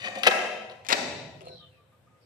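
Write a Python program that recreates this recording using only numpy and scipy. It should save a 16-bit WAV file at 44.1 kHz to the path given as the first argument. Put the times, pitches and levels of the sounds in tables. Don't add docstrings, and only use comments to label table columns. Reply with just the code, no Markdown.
import sys
import numpy as np
from scipy import signal
from scipy.fft import rfft, irfft
from scipy.io import wavfile
from scipy.ndimage import uniform_filter1d

SR = 44100
rng = np.random.default_rng(int(sys.argv[2]) if len(sys.argv) > 2 else 0)


def master(y):
    cut = np.clip(np.atleast_2d(y).T, -1, 1)
    pcm = np.round(cut * 32767)
    wavfile.write(sys.argv[1], SR, pcm.astype(np.int16))


def linear_from_db(decibels):
    return 10 ** (np.asarray(decibels, float) / 20)


N = 99225


def rms_one(x):
    return x / np.sqrt(np.mean(x ** 2) + 1e-20)


def in_time(rows):
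    return np.interp(np.arange(N) / SR, *np.transpose(rows))


def at_hz(points, hz):
    f, value = np.transpose(points)
    return np.interp(np.log(hz + 1e-9), np.log(f), value)


def coloured(x, tone):
    hz = np.arange(N + 1) * SR / (2 * N)
    return irfft(rfft(x, 2 * N) * linear_from_db(at_hz(tone, hz)))[:N]


def high_pass(x, hz, order=2):
    return signal.sosfilt(signal.butter(order, hz, "high", fs=SR, output="sos"), x)


def drift(rate_hz):
    r = np.exp(-80 * np.pi * rate_hz / SR)
    noise = rng.standard_normal(N // 40 + 2002)
    slow = signal.lfilter([1], [1, -2 * r, r * r], noise)[2000:]
    return np.interp(np.arange(N) / 40, np.arange(len(slow)), rms_one(slow))


def ring(clicks, hz, width_hz):
    r, w = np.exp(-np.pi * width_hz / SR), 2 * np.pi * hz / SR
    return signal.lfilter([0, np.sin(w)], [1, -2 * r * np.cos(w), r * r], clicks + 1e-18)


# f/Hz, likeness [0-1]
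LIKENESS = [(60, 0.86), (250, 0.88), (600, .6), (1200, 0.28), (4000, 0.11)]
# f/Hz, level/dB
DIFFUSE_BALANCE = [(60, 1), (240, -2.5), (950, 3), (3770, 6), (15000, -10)]


def bands(gain, alike_share=1):
    out, edges = 0, 30 * 2 ** np.arange(0, 9.6, .5)
    white = rng.standard_normal((2, 2, N))
    for k, (low, high) in enumerate(zip(edges, edges[1:])):
        band_pass = signal.butter(2, [low, high], "band", fs=SR, output="sos")
        mid, side = signal.sosfilt(band_pass, white[k % 2])
        hz = np.sqrt(low * high)
        alike = np.clip(alike_share * at_hz(LIKENESS, hz), 0, 1)
        pan = linear_from_db(at_hz(DIFFUSE_BALANCE, hz) / 2 * np.array([[1], [-1]]))
        stereo = np.sqrt(1 + alike) * mid + np.sqrt(1 - alike) * side * [[1], [-1]]
        out = out + gain(hz) * pan * stereo
    return out


# t/s, level/dB
RUMBLE_SWELL = [(0, -49), (.1, -59), (.3, -59.5), (.75, -62.5), (.9, -55), (1.1, -46), (1.3, -49),
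                (1.55, -52.5), (1.7, -61.5), (1.85, -65.5), (2.0, -62), (2.12, -56.5), (2.2, -69.5),
                (2.25, -57.5)]
# f/Hz, level/dB per Hz
RUMBLE_TONE = [(18, -60), (30, -31.5), (92, 4), (189, -9), (216, -20.5), (300, -16), (390, -39),
               (660, -120)]


def traffic():
    rumble = bands(lambda hz: linear_from_db(at_hz(RUMBLE_TONE, hz) + 2.0 * drift(2.2)) * (hz < 300))
    return linear_from_db(in_time(RUMBLE_SWELL)) * rms_one(rumble)


# f/Hz, level/dB
AIR_TONE = [(200, -9.5), (350, 0), (700, -3.5), (1500, -7), (3000, -13.5), (5500, -23.5), (9000, -22),
            (15000, -28.5)]
AIR_DB, HOLLOW_DB = -68, -72.5


def room_air():
    air = bands(lambda hz: linear_from_db(at_hz(AIR_TONE, hz) + 1.5 * drift(5.5)) * (hz > 200), alike_share=0.27)
    hollow = ring(rng.standard_normal(N), hz=517, width_hz=25)
    return linear_from_db(AIR_DB) * rms_one(air) + linear_from_db(HOLLOW_DB) * rms_one(hollow)


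def thin_hiss():
    hiss = np.array([ring(v, hz=8100, width_hz=630) for v in rng.standard_normal((2, N))])
    return linear_from_db(-86.5) * rms_one(hiss)


def whistles(notes, warble, grain):
    out, t = np.zeros(N), np.arange(N) / SR
    shake = 1 + warble * drift(300)
    for s, length, from_hz, to_hz, db in notes:
        u = np.clip((t - s) / length, 0, 1)
        hz = (from_hz + (to_hz - from_hz) * u) * shake
        swell = np.sin(np.pi * u) * (1 + grain * drift(150))
        out += linear_from_db(db) * swell * np.sin(2 * np.pi * np.cumsum(hz) / SR)
    return out


# t/s, length [s], start f/Hz, end f/Hz, level/dB
HOOTS = [
    (1.48, 0.084, 1530, 1490, -67),
    (1.595, 0.071, 1225, 1204, -61),
    (1.76, 0.083, 1158, 1182, -68),
    (1.91, 0.068, 1196, 1242, -68),
    (2.068, 0.021, 1235, 1214, -63),
    (2.09, 0.12, 1250, 1224, -69),
]


def hooting_bird():
    return whistles(HOOTS, warble=0.0059, grain=.25)


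# t/s, length [s], start f/Hz, end f/Hz, level/dB
CHIRPS = [
    (1.46, 0.17, 5610, 5360, -65),
    (1.43, 0.17, 4250, 3990, -50),
    (1.49, 0.17, 4080, 3724, -52),
    (1.51, .12, 4620, 4440, -62.5),
    (1.54, .18, 3310, 2963, -56.5),
    (1.57, .14, 3760, 3440, -59),
    (1.7, .12, 2780, 2410, -64.5),
    (2.18, 0.12, 5300, 5430, -75.5),
    (2.2, 0.12, 4770, 4140, -66),
]


def chirping_bird():
    return np.array([whistles(CHIRPS, warble=.025, grain=.7) for ear in range(2)])


# f/Hz, time to fall 60 dB [s]
ROOM_T60 = [(200, 2.4), (600, 2.2), (1400, 1.11), (2500, 1.62), (5000, 1.3), (9000, .95), (14000, 0.33)]
# f/Hz, level/dB
ROOM_TONE = [(150, 0.081), (500, .1), (1300, 0.19), (2500, 0.11), (5000, .1), (9000, 0.16), (14000, .1)]
FIRST_ECHO_S, BUILD_S = 0.0022, 0.019
SAG_DB_PER_S2 = 55.5


def room(x):
    t = np.arange(N) / SR

    def decay(hz):
        return linear_from_db(at_hz(ROOM_TONE, hz) - 60 * t / at_hz(ROOM_T60, hz) - SAG_DB_PER_S2 * t ** 2)

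    echo = bands(decay) * (1 - np.exp(-np.maximum(t - FIRST_ECHO_S, 0) / BUILD_S))
    return signal.fftconvolve(x[None], rms_one(echo) / np.sqrt(N), axes=1)[:, :N]


def ports(x, balance, lag_s):
    hz = np.arange(N + 1) * SR / (2 * N)
    half = linear_from_db(at_hz(balance, hz) / 2) * np.exp(-1j * np.pi * hz * lag_s)
    return irfft(rfft(x, 2 * N) * np.array([half, 1 / half]))[:, :N]


def body(at, db, tilt_db, boom_db, modes, sharp):
    out, sign = np.zeros(N), rng.choice([-1, 1], len(at))
    scatter_db = 3.5 * rng.standard_normal((len(at), len(modes)))
    for k, (hz, mode_db) in enumerate(modes):
        size_db = db + mode_db + tilt_db * np.log2(hz / 2000) + boom_db * (hz < 1150) + scatter_db[:, k]
        clicks = np.bincount(at, sign * (-1) ** k * linear_from_db(size_db), N)[:N]
        width_hz = .13 * hz * (1 / sharp + 1.6 * (hz > 5000))
        out += np.sqrt(hz / 2000) * ring(clicks, hz, width_hz)
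    crack = np.bincount(at, sign * linear_from_db(db - 25 + tilt_db * 2), N)[:N]
    out += high_pass(crack, 6000, order=1)
    return high_pass(out, 170, order=4)


def knocks(hits, modes, sharp, count=24):
    s, db, length, tilt_db, boom_db = np.transpose(hits)[:, :, None]
    share = rng.random((len(hits), count)) * (np.arange(count) > 0)
    at = ((s + 1.5 * np.clip(length, .001, .05) * share) * SR).astype(int)
    level = db - 9 - 11.5 * share + 3 * (share == 0)
    tilt_db, boom_db = tilt_db + 0 * share, boom_db + 0 * share
    return body(at.ravel(), level.ravel(), tilt_db.ravel(), boom_db.ravel(), modes, sharp)


# f/Hz, level/dB
DOOR_BALANCE = [(250, -0.5), (500, -0.5), (1000, 9), (2500, 13), (5000, 15.5), (9000, -7.5), (14000, -3)]


def door_ports(x):
    return ports(x, DOOR_BALANCE, lag_s=0.000403)


# t/s, peak level/dB, rattle length [s], brightness [dB per octave], low-mode boom [dB]
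THUMB_HITS = [
    (1.355, -59, 0.0097, 0, 14),
    (1.408, -35.5, 0.015, -1.5, -3),
    (1.43, -44, 0.031, -2.5, 1.5),
    (1.45, -44, .02, 1, 6),
    (1.469, -43, 0.0035, -3.5, 3),
    (1.483, -39, 0.0062, -1.6, -4),
    (1.495, -49, .03, -1, 10.5),
    (1.525, -52.5, .04, -2, 9.5),
]
# f/Hz, level/dB
THUMB_BODY = [(370, -7), (500, -0.5), (680, -3.5), (1030, -14.5), (1300, -15), (2250, -13.5), (2750, -11),
              (3400, -14.5), (5500, -9.5), (8500, -7.5)]


def thumb():
    dry = knocks(THUMB_HITS, THUMB_BODY, sharp=1.82)
    return door_ports(dry), linear_from_db(-13) * dry


# t/s, peak level/dB, rattle length [s], brightness [dB per octave], low-mode boom [dB]
DOOR_HITS = [(.849, -36, 0.013, 2, 5.5), (.865, -34.5, .011, 4.5, 1), (.8868, -21.5, 0.0055, 8, -23),
             (.8915, -21.5, 0.0049, -3.5, -11.5), (.8965, -21, 0.0052, -2, -2),
             (.9015, -12.5, .01, 0, -4.5), (.9115, -17, 0.008, -1, -5), (.9185, -15, .006, 0, -1.5),
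             (.9247, -10, 0.0035, -0.5, -0.5), (.9268, -8, .005, 2, -1.5), (.9315, -13.5, 0.0051, 0, -6),
             (.935, -14, 0.0067, -0.5, -5), (.943, -22, .012, -4.5, -1.5)]
# f/Hz, level/dB
DOOR_BODY = [(270, -15), (430, -9), (560, -2.5), (780, -0.5), (1070, -4), (1450, -7.5), (1850, -4),
             (2500, -2.5), (3100, -5.5), (3850, -5), (5200, -3), (6900, -5.5), (9000, -19.5), (12800, -31)]
# f/Hz, level/dB
DOOR_SEND = [(180, 7.5), (350, 0), (600, 1.5), (1200, -2.5), (2000, 1), (3400, -0.5), (6000, 1),
             (10000, -1)]


def door():
    dry = knocks(DOOR_HITS, DOOR_BODY, sharp=0.72)
    return door_ports(dry), coloured(dry, DOOR_SEND)


# t/s, level/dB, low-mode boom [dB]
SLIDE = [
    (0, -42, -0.5),
    (.035, -39, -3.5),
    (0.051, -35.5, 5.5),
    (.075, -37, 0),
    (.095, -48.5, 10.5),
    (.125, -49, 8.5),
    (.145, -53.5, 8.5),
    (.165, -43, 11),
    (.2, -49, 3.5),
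    (0.229, -47, 10.5),
]
# f/Hz, level/dB
GUIDE_BODY = [(210, -12), (380, -12.5), (540, -5), (720, -2.5), (1150, -9.5), (1850, -1.3), (2480, -2.5),
              (3000, -7.5), (3700, -8.5), (4600, -13.5), (5600, -10), (6900, -6.5), (8400, -14.5),
              (10500, -25)]
CATCHES_PER_S = 4000


def slide():
    at = np.flatnonzero(rng.random(int(.23 * SR)) < CATCHES_PER_S / SR)
    s, db, boom_db = np.transpose(SLIDE)
    size_db = 2.0 * rng.exponential(1, N)[at] + 1.5 * drift(60)[at]
    level = np.interp(at / SR, s, db) - 14.5 + size_db
    return body(at, level, 2.5, np.interp(at / SR, s, boom_db), GUIDE_BODY, sharp=2.7)


# t/s, peak level/dB, rattle length [s], brightness [dB per octave], low-mode boom [dB]
TAPE_HITS = [(.0443, -31.5, 0.0049, -2, -11.5), (.0483, -30.5, .01, -5, -14),
             (.0672, -27.5, 0.0095, -2.5, -11.5), (.082, -32, .006, 2, 8), (.106, -37.5, 0.0042, -0.5, 10),
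             (.1206, -42, 0.012, -1.5, -7.5), (.1531, -33, 0.0071, 3.5, -4), (.159, -36, .012, 1, 16),
             (.173, -39.5, .006, 1, 10), (.185, -37, .014, 7, 1.5), (.2335, -16, 0.00083, 4, -10),
             (0.236, -17, 0.011, 3, -9.5), (0.254, -22, 0.0076, 1.5, -4.5), (.2585, -26, 0.0048, -2, -1),
             (.2657, -11.5, .005, 1, 3), (.2697, -5, .005, 3, -3.5), (.2735, -9.5, .005, 1.5, -1.5),
             (.2775, -6, 0.0075, 1, -1.5), (.284, -20, .006, -1.5, -2), (.311, -18, .006, 0, 1.5),
             (.3155, -18.5, .008, -2.5, -5.5), (.388, -26, 0.004, 1.5, 2), (.697, -35, .03, 2, 5.5)]
# f/Hz, level/dB
TAPE_BODY = [(215, -23), (370, -11), (505, 2.5), (750, -4), (1000, -8), (1310, -7), (1620, -8), (1950, -3),
             (2600, -4), (3150, -7), (3900, -7.5), (5200, -9), (7000, -13), (10500, -21)]
# f/Hz, level/dB
TAPE_BALANCE = [(250, -0.5), (500, -0.5), (1000, 8), (2500, 10.5), (5000, 11), (9000, -7.5), (14000, -0.5)]
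# f/Hz, level/dB
TAPE_SEND = [(270, 2.5), (400, -6), (600, 1.5), (1200, 2.5), (2000, 0), (3600, -5), (6000, 2), (10000, 1)]


def cassette():
    on_guides = [hit for hit in TAPE_HITS if hit[0] < .2]
    seated = TAPE_HITS[len(on_guides):]
    dry = knocks(seated, TAPE_BODY, sharp=1.57) + knocks(on_guides, GUIDE_BODY, sharp=2.3) + slide()
    return ports(dry, TAPE_BALANCE, lag_s=.0002), coloured(dry, TAPE_SEND)


def scene():
    background = traffic() + room_air() + thin_hiss()
    hoots, chirps = hooting_bird(), chirping_bird()
    far = linear_from_db(-1) * chirps + linear_from_db(4) * hoots
    (thumb_near, thumb_sent), (door_near, door_sent), (tape_near, tape_sent) = thumb(), door(), cassette()
    near = thumb_near + door_near + tape_near
    sent = linear_from_db(-5.5) * (thumb_sent + door_sent + tape_sent) + linear_from_db(-19) * (chirps[0] + hoots)
    return near + far + room(sent) + background


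def roll_off(x):
    return signal.sosfilt(signal.butter(12, 16510, fs=SR, output="sos"), x)


KNEE_DB, SQUEEZE, RECOVER_DB_PER_S = -21, 0.23, 16.5
MIC_LOW_HZ, TOP_CUT_HZ, CLIP_LEVEL = 95, 16000, .75


def record(dry):
    def smooth(x):
        return uniform_filter1d(x, size=441, origin=220)

    ramp = RECOVER_DB_PER_S * np.arange(N) / SR
    level = 10 * np.log10(smooth(np.mean(dry ** 2, axis=0)) + 1e-12)
    held = np.maximum.accumulate(level + ramp) - ramp
    over = np.maximum(held - KNEE_DB, 0)
    x = high_pass(dry, MIC_LOW_HZ) * linear_from_db(-SQUEEZE * smooth(over))
    x = high_pass(CLIP_LEVEL * np.tanh(x / CLIP_LEVEL), MIC_LOW_HZ / 2)
    mix = signal.sosfilt(signal.cheby2(12, 70, TOP_CUT_HZ, fs=SR, output="sos"), x)
    return roll_off(mix)


dry = scene()
out = record(dry)
master(out)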